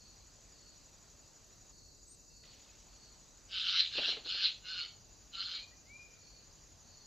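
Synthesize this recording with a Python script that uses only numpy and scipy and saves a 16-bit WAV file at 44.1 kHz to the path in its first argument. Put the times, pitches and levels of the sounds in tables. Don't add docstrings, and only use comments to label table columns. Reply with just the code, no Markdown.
import sys
import numpy as np
from scipy import signal
from scipy.fft import rfft, irfft, next_fast_len
from scipy.io import wavfile
from scipy.ndimage import uniform_filter1d, map_coordinates

SR = 44100
rng = np.random.default_rng(int(sys.argv[2]) if len(sys.argv) > 2 else 0)


def pcm_store(signal):
    levels = np.round(np.clip(np.atleast_2d(signal), -1, 1) * 32767)
    wavfile.write(sys.argv[1], SR, levels.astype(np.int16).T)


N = 311346


def amp(db):
    return 10 ** (np.asarray(db) / 20)


def unit(x):
    return x / np.sqrt(np.mean(x ** 2) + 1e-20)


def curves(rows):
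    s, *cols = np.transpose(rows)
    return [np.interp(np.arange(N) / SR, s, c) for c in cols]


def wobble(knots_per_s):
    knots = rng.standard_normal(int(N * knots_per_s / SR) + 4)
    return map_coordinates(knots, [np.arange(N) * knots_per_s / SR])


def filtered(x, response):
    m = next_fast_len(N + SR)
    spectrum = rfft(x, m) * response(np.fft.rfftfreq(m, 1 / SR))
    return irfft(spectrum, m)[..., :N]


def coloured(x, points):
    f, db = np.transpose(points)
    return filtered(x, lambda hz: amp(np.interp(np.log(hz + 1), np.log(f + 1), db)))


def rush(spectrum, side_db, patchy_db):
    z = signal.stft(rng.standard_normal((2, N)), nperseg=512)[2]
    field = uniform_filter1d(rng.standard_normal(z.shape[1:]), 6, 0)
    field = uniform_filter1d(field, 10, 1)
    patchy = signal.istft(z * amp(patchy_db * unit(field)), nperseg=512)[1][:, :N]
    mid, side = coloured(patchy, spectrum)
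    side = amp(side_db) * side
    return unit(np.array([mid + side, mid - side]))


def wood(x, t60, wet_db, channels):
    t = np.arange(SR) / SR
    tail = rng.standard_normal((channels, SR)) * amp(-60 * t / t60) * (t > .004)
    wet = signal.fftconvolve(x[None], tail / np.linalg.norm(tail[0]), axes=1)[:, :N]
    return x + amp(wet_db) * wet


def tone(hz):
    return np.sqrt(2) * np.sin(2 * np.pi * np.cumsum(hz) / SR)


def bouts(spans, fade_s):
    t = np.arange(N) / SR
    return sum(np.clip(np.minimum(t - a, b - t) / fade_s + .5, 0, 1) for a, b in spans)


# freq_hz, gain_db
BEAK_RESPONSE = [(900, -18), (1200, 1.5), (2000, 1), (4500, 1.5), (5300, 1), (6200, -2.5), (7500, -39)]
# time_s, level_db
CALL_EFFORT = [
    [(3.48, -54), (3.502, -54), (3.548, -39), (3.806, -29.5), (3.822, -41), (3.9, -47.5)],
    [(3.9, -46.5), (3.984, -33.5), (4.0, -36.5), (4.032, -34), (4.112, -34), (4.2, -62)],
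    [(4.23, -59), (4.274, -43.5), (4.316, -38.5), (4.416, -37.5), (4.462, -33.5), (4.56, -69)],
    [(4.62, -64), (4.668, -43.5), (4.702, -40), (4.832, -41.5), (4.94, -67)],
    [(5.31, -69), (5.352, -48.5), (5.424, -40), (5.44, -45.5), (5.534, -42), (5.552, -39.5), (5.66, -68.5)],
]
# low_hz, main_start_hz, main_end_hz, upper_start_hz,
# upper_settled_hz, low_db, gape_db, bridge_db, upper_db, line_clearness (1 = usual)
CALL_VOICES = [(1462, 3040, 3080, 4600, 4080, -21, -21, -7, -3.5, 0.58),
               (1544, 2900, 3060, 4300, 4050, -18, -24, -12, -4.5, 0.54),
               (1518, 2850, 2950, 4280, 4180, -18.5, -23.5, -6.5, -1, 0.54),
               (1453, 2760, 3140, 4080, 4270, -14, -21, -12.5, -4, 1.54),
               (1379, 2990, 3200, 4040, 4180, -16, -20.5, -10.5, -1, 0.86)]
BAND_WIDTHS = [200, 290, 513, 422, 377, 460, 320, 1000]
OPENS_BEFORE_END_S, OPENS_IN_S = 0.18, 0.12
CLOSES_IN_S, OPEN_AT_START_SHARE = .06, 0.6
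UNDER_OPENS_DB, GAPE_OPENS_DB, BRIDGE_OPENS_DB, UPPER_OPENS_DB = 15.5, 11.5, 3.5, 2
LOW_QUITS_S, LOW_QUITS_DB = 0.11, -28.5
LOW_LAG_DB_PER_DB = 0.17
LOW_BEND_SHARE, LOW_BEND_KNOTS_PER_S = .03, 12
SPRAY_DB, SPRAY_DB_PER_DB, LOUD_DB = -11.5, 0.63, -27.5
UNDER_DB, OVER_DB = -18, -9.5
UPPER_SETTLES_S = .11
WANDER_DB, WANDER_KNOTS_PER_S = 2.3, 35


def jay():
    t, rows = np.arange(N) / SR, []
    on, rasp_hz, opening, quitting = np.zeros((4, N))
    for call, voice in zip(CALL_EFFORT, CALL_VOICES):
        low, main_a, main_b, upper_a, upper_b, *rest = voice
        start, end = call[0][0], call[-1][0]
        inside = (t > start) * (t <= end)
        on += np.clip(np.minimum(t - start, end - t) / 0.025, 0, 1)
        rasp_hz += inside * np.interp(t, [start, end], [192, 160])
        opening += inside * np.clip((t - end + OPENS_BEFORE_END_S) / OPENS_IN_S, 0, 1)
        opening += inside * OPEN_AT_START_SHARE * np.clip(1 - (t - start) / CLOSES_IN_S, 0, 1)
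        quitting += inside * np.clip(1 - (end - t) / LOW_QUITS_S, 0, 1)
        main_settled = main_a + (main_b - main_a) * UPPER_SETTLES_S / (end - start)
        rows += [(start, low, main_a, upper_a, *rest),
                 (start + UPPER_SETTLES_S, low, main_settled, upper_b, *rest),
                 (end - 1 / SR, low, main_b, upper_b, *rest)]
    effort_db = curves(np.concatenate(CALL_EFFORT))[0]
    low, main, upper, low_db, gape_db, bridge_db, upper_db, clearness = curves(rows)
    low = low * (1 + LOW_BEND_SHARE * wobble(LOW_BEND_KNOTS_PER_S))
    centres = [low - 380, low, (low + main) / 2, main, (main + upper) / 2, upper, upper + 700, upper + 1100]
    clear = np.outer([.4, .55, .45, .4, .3, .4, .3, .05], np.clip(clearness, 0, 1.7))
    low_db += LOW_QUITS_DB * quitting - LOW_LAG_DB_PER_DB * (effort_db - effort_db.max())
    levels_db = [low_db + UNDER_DB + UNDER_OPENS_DB * opening,
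                 low_db,
                 gape_db + GAPE_OPENS_DB * opening,
                 -4.5,
                 bridge_db + BRIDGE_OPENS_DB * opening,
                 upper_db + UPPER_OPENS_DB * opening,
                 upper_db + OVER_DB,
                 SPRAY_DB + SPRAY_DB_PER_DB * (effort_db - LOUD_DB)]
    source = np.zeros(N)
    for hz, width_hz, line_share, db in zip(centres, BAND_WIDTHS, clear, levels_db):
        gain = amp(db + WANDER_DB * wobble(WANDER_KNOTS_PER_S))
        source += gain * flutter(hz, width_hz, line_share)
    beat = 2 * np.pi * np.cumsum(rasp_hz * (1 + 0.0777 * wobble(60))) / SR
    chop = unit(amp(3.3 * np.cos(beat) + .8 * np.cos(beat / 2) + .9 * wobble(160)))
    voice = on * amp(effort_db) * chop * source
    return wood(coloured(voice, BEAK_RESPONSE), t60=0.28, wet_db=-6, channels=1)


def flutter(hz, width_hz, clear):
    noise = filtered(rng.standard_normal((2, N)), lambda f: np.exp(-(f / width_hz) ** 2))
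    wavering_hz = hz * (1 + .015 * wobble(55) + .013 * wobble(14))
    turn = 2 * np.pi * np.cumsum(wavering_hz) / SR
    cloud = unit(noise[0] * np.cos(turn) + noise[1] * np.sin(turn))
    return np.sqrt(2 * clear) * np.cos(turn) + np.sqrt(1 - clear) * cloud


# start_s, thump_db, thump_hz, puff_db
WING_STROKES = [(3.95, -56, 425, -56.5), (3.98, -45, 467, -41), (4.076, -49, 427, -52.5),
                (4.123, -57, 708, -58), (4.165, -46.5, 444, -54), (4.254, -58.5, 357, -59),
                (4.342, -58, 414, -61.5), (4.432, -63, 607, -63)]
# freq_hz, gain_db
PUFF_SPECTRUM = [(120, -16), (250, -1), (450, 0), (700, -2.5), (1200, -12), (3000, -9), (7000, -62.5)]
STROKE_RISE_S = 0.0067


def wings():
    puffs, thumps = np.zeros(N + SR), np.zeros(N + SR)
    t = np.arange(SR // 4) / SR
    swell = (t / STROKE_RISE_S * np.exp(1 - t / STROKE_RISE_S)) ** 2
    for s, db, hz, puff_db in WING_STROKES:
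        span = slice(round(s * SR), round(s * SR) + len(t))
        puffs[span] += amp(puff_db) * (swell + 0.45 * np.exp(-t / 0.062))
        thumps[span] += amp(db) * swell * np.sin(2 * np.pi * hz * t)
    air = unit(coloured(rng.standard_normal(N), PUFF_SPECTRUM))
    return thumps[:N] + puffs[:N] * air


# time_s, pitch_hz, level_db
NEAR_CHIRP = [(2.055, 7460, -74), (2.07, 7700, -63), (2.1, 8250, -61), (2.112, 8650, -60),
              (2.123, 8840, -62), (2.133, 8500, -59), (2.143, 8340, -63), (2.155, 7300, -58)]


def birds():
    far = wood(whistles(), t60=1.3, wet_db=-6.5, channels=2)
    chirp = sing(*curves(NEAR_CHIRP), NEAR_CHIRP[0][0], NEAR_CHIRP[-1][0])
    near = wood(chirp, t60=.25, wet_db=-18, channels=2)
    return amp([[1.2], [-1.2]]) * (far + near)


# start_s, length_s, first_hz, last_hz, crest_share, crest_db
FAR_WHISTLES = [(5.464, 0.19, 2020, 2437, 1, -58.5), (5.706, 0.04, 1836, 2030, .6, -65.5),
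                (5.852, 0.205, 1980, 2437, .48, -55.5)]
GLIDE_S, FADE_IN_DB, FADE_OUT_DB = .08, -19.5, -5.5


def whistles():
    song, t = np.zeros(N), np.arange(N) / SR
    for s, length, first_hz, last_hz, crest, db in FAR_WHISTLES:
        age = np.clip(t - s, 0, length)
        rise = np.tanh(age / GLIDE_S) / np.tanh(length / GLIDE_S)
        level_db = db + np.interp(age / length, [0, crest, 1], [FADE_IN_DB, 0, FADE_OUT_DB])
        song += sing(first_hz + (last_hz - first_hz) * rise, level_db, s, s + length)
    return song


def sing(hz, db, start, end):
    t = np.arange(N) / SR
    edges = np.clip(np.minimum(t - start, end - t) / .006, 0, 1)
    return edges * amp(db + 2.5 * wobble(60)) * tone(uniform_filter1d(hz, size=300))


# cycle_share, pitch_hz, level_db
TICK_STROKE = [(0, 6760, -72.5), (.04, 6860, -59.5), (.12, 6870, -65.5), (.24, 6810, -71.5),
               (.32, 6620, -95.5), (.6, 6297, -100), (.68, 6773, -68.5), (.9, 6884, -70), (.95, 6816, -80)]
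ARCH_STROKE = [(0, 5840, -68), (.05, 5680, -72), (.1, 5500, -73), (.15, 5380, -78), (.18, 5350, -95),
               (.78, 5680, -95), (.84, 5750, -73), (.92, 5860, -67)]
TRILL_STROKE = [(0, 7820, -73.5), (.12, 7720, -78), (.2, 7680, -82.5), (.72, 7660, -83.5), (.82, 7740, -78)]
LISP_STROKE = [(0, 12200, -83), (0.12, 12200, -107), (0.349, 12250, -97.5), (.45, 12250, -110),
               (.8, 12300, -110), (0.881, 12200, -93)]
# start_s, end_s
TRILL_SPANS = [(-1, 4.19)]
LISP_SPANS = [(.83, 2.8), (4.68, 5.8)]
# freq_hz, relative_db_per_hz
BUZZ_SPECTRUM = [(2450, -50.5), (2620, -0.5), (2720, 3.5), (2850, -22.5), (3000, -46)]
# freq_hz, relative_db_per_hz
CHORUS_SPECTRUM = [(2060, -51.5), (3500, -25.5), (3940, -8.5), (4260, -10), (4540, -6), (4850, -4),
                   (5390, -12), (5660, -8), (6200, -3), (6700, -2), (7090, -10), (7240, -6.5),
                   (8100, -28.5), (10500, -57), (17800, -120)]


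def insects():
    tick = singer(11.94, .79, TICK_STROKE, overtone_db=-41, vary_db=-1.0, blur=0.00302, wet_db=-9.0)
    arch = singer(11.78, .95, ARCH_STROKE, overtone_db=-22, vary_db=1.5, blur=.002, wet_db=-9)
    trill = singer(43.46, .15, TRILL_STROKE, overtone_db=-76.5, vary_db=-1.5, blur=0.0034, wet_db=-10.0)
    lisp = singer(12.18, 0, LISP_STROKE, overtone_db=-90, vary_db=2.5, blur=0.01, wet_db=-4.0)
    trill = bouts(TRILL_SPANS, fade_s=0.036) * trill
    lisp = bouts(LISP_SPANS, fade_s=.1) * lisp
    buzz = amp(-86.5) * rush(BUZZ_SPECTRUM, side_db=-6.5, patchy_db=4.5)
    chorus = amp(-64.5) * rush(CHORUS_SPECTRUM, side_db=-10.5, patchy_db=1.5)
    return tick + arch + trill + lisp + buzz + field_cricket() + chorus


def singer(strokes_per_s, first_share, stroke, overtone_db, vary_db, blur, wet_db):
    place = first_share + strokes_per_s * np.arange(N) / SR
    share, hz, db = np.transpose(stroke)
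    hz = np.interp(place, share, hz, period=1) * (1 + blur * wobble(400))
    db = np.interp(place, share, db, period=1) + vary_db * wobble(30)
    song = amp(db) * (tone(hz) + amp(overtone_db) * tone(2 * hz))
    return wood(song, t60=0.33, wet_db=wet_db, channels=2)


# start_s, length_s
CRICKET_CHIRPS = [(-.05, 0.21), (0.537, 0.24), (1.72, 0.24), (2.294, 0.28), (2.886, 0.25), (4.15, 0.13),
                  (4.82, 0.14), (5.501, 0.21), (6.173, 0.27), (6.845, 0.26)]


def field_cricket():
    t, level = np.arange(N) / SR, np.zeros(N)
    for s, length in CRICKET_CHIRPS:
        arc = np.sin(np.pi * np.clip((t - s) / length, 0, 1))
        level += amp(-65.5) * np.sqrt(np.abs(arc))
    syllable = (31 * t + 0.44 * wobble(5.3)) % 1
    hz = 4350 + 170 * syllable + 75 * wobble(250)
    pulse = 0.59 + 0.44 * np.sin(np.pi * syllable)
    song = level * pulse * amp(2.1 * wobble(120)) * tone(hz)
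    return wood(song, t60=0.75, wet_db=-1.0, channels=2)


# freq_hz, relative_db_per_hz
LEAF_SPECTRUM = [(290, -40.5), (500, -5.5), (1770, -11.5), (2080, -13.5), (2250, -15.5), (2380, -11.5),
                 (4200, -14.5), (5460, -46.5), (9240, -120)]
AIR_SPECTRUM = [(71, -28), (120, -1.5), (470, -8.5), (512, -15), (591, -9), (643, -14), (2670, -27),
                (3600, -33.5), (4680, -71.5), (7920, -120)]
RUMBLE_SPECTRUM = [(13, -41.5), (22, -9), (46, 2.5), (59, -1), (75, -13.5), (86, -1), (102, -6),
                   (150, -15.5), (200, -45.5), (330, -120)]
MIC_HISS_SPECTRUM = [(4650, -36), (7900, -6.5), (8360, -10.5), (9700, -6.5), (10600, -11.5), (11900, -6),
                     (15500, -15.5)]
LEAF_DB = -71
HUSH_FROM_S, HUSH_TO_S, HUSH_DB = 1.718, 2.436, -9.5


def background():
    leaf_db = LEAF_DB + HUSH_DB * bouts([(HUSH_FROM_S, HUSH_TO_S)], fade_s=.004)
    leaves = amp(leaf_db + 0.33 * wobble(27)) * rush(LEAF_SPECTRUM, side_db=-11, patchy_db=1.7)
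    air = amp(-68.5) * rush(AIR_SPECTRUM, side_db=-4.5, patchy_db=-0.1)
    rumble = amp(-66 + 0.46 * wobble(7.6)) * rush(RUMBLE_SPECTRUM, side_db=-9.5, patchy_db=0.76)
    rumble = amp([[.7], [-.7]]) * rumble
    mic_hiss = amp(-80.5) * rush(MIC_HISS_SPECTRUM, side_db=-3.5, patchy_db=-1.5)
    return leaves + rustle() + air + rumble + mic_hiss


# freq_hz, relative_db_per_hz
RUSTLE_SPECTRUM = [(1200, -26), (1900, -5.5), (2500, -2.5), (4000, 1), (6000, -7.5), (8000, -27)]
# time_s, peak_db, pitch_hz
RUSTLE_TICKS = [(2.437, -63.5, 2000), (2.693, -60, 2550)]
RUSTLE_DB, RUSTLE_DECAY_S, TICK_T60_S = -64.5, 0.43, 0.069


def rustle():
    t = np.arange(N) / SR
    since = t - HUSH_TO_S
    grains = unit(coloured(amp(2.5 * wobble(200)) * rng.standard_normal(N), RUSTLE_SPECTRUM))
    ticks = np.zeros(N)
    for s, db, hz in RUSTLE_TICKS:
        ring = amp(db - 60 * np.abs(t - s) / TICK_T60_S)
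        ticks += (t > s) * ring * np.sin(2 * np.pi * hz * t)
    decay = (since > 0) * np.exp(-np.abs(since) / RUSTLE_DECAY_S)
    return amp(RUSTLE_DB) * decay * grains + ticks


def scene():
    return jay() + wings() + birds() + insects() + background()


def record(dry):
    return filtered(dry, lambda hz: hz < 15620)


dry = scene()
out = record(dry)
pcm_store(out)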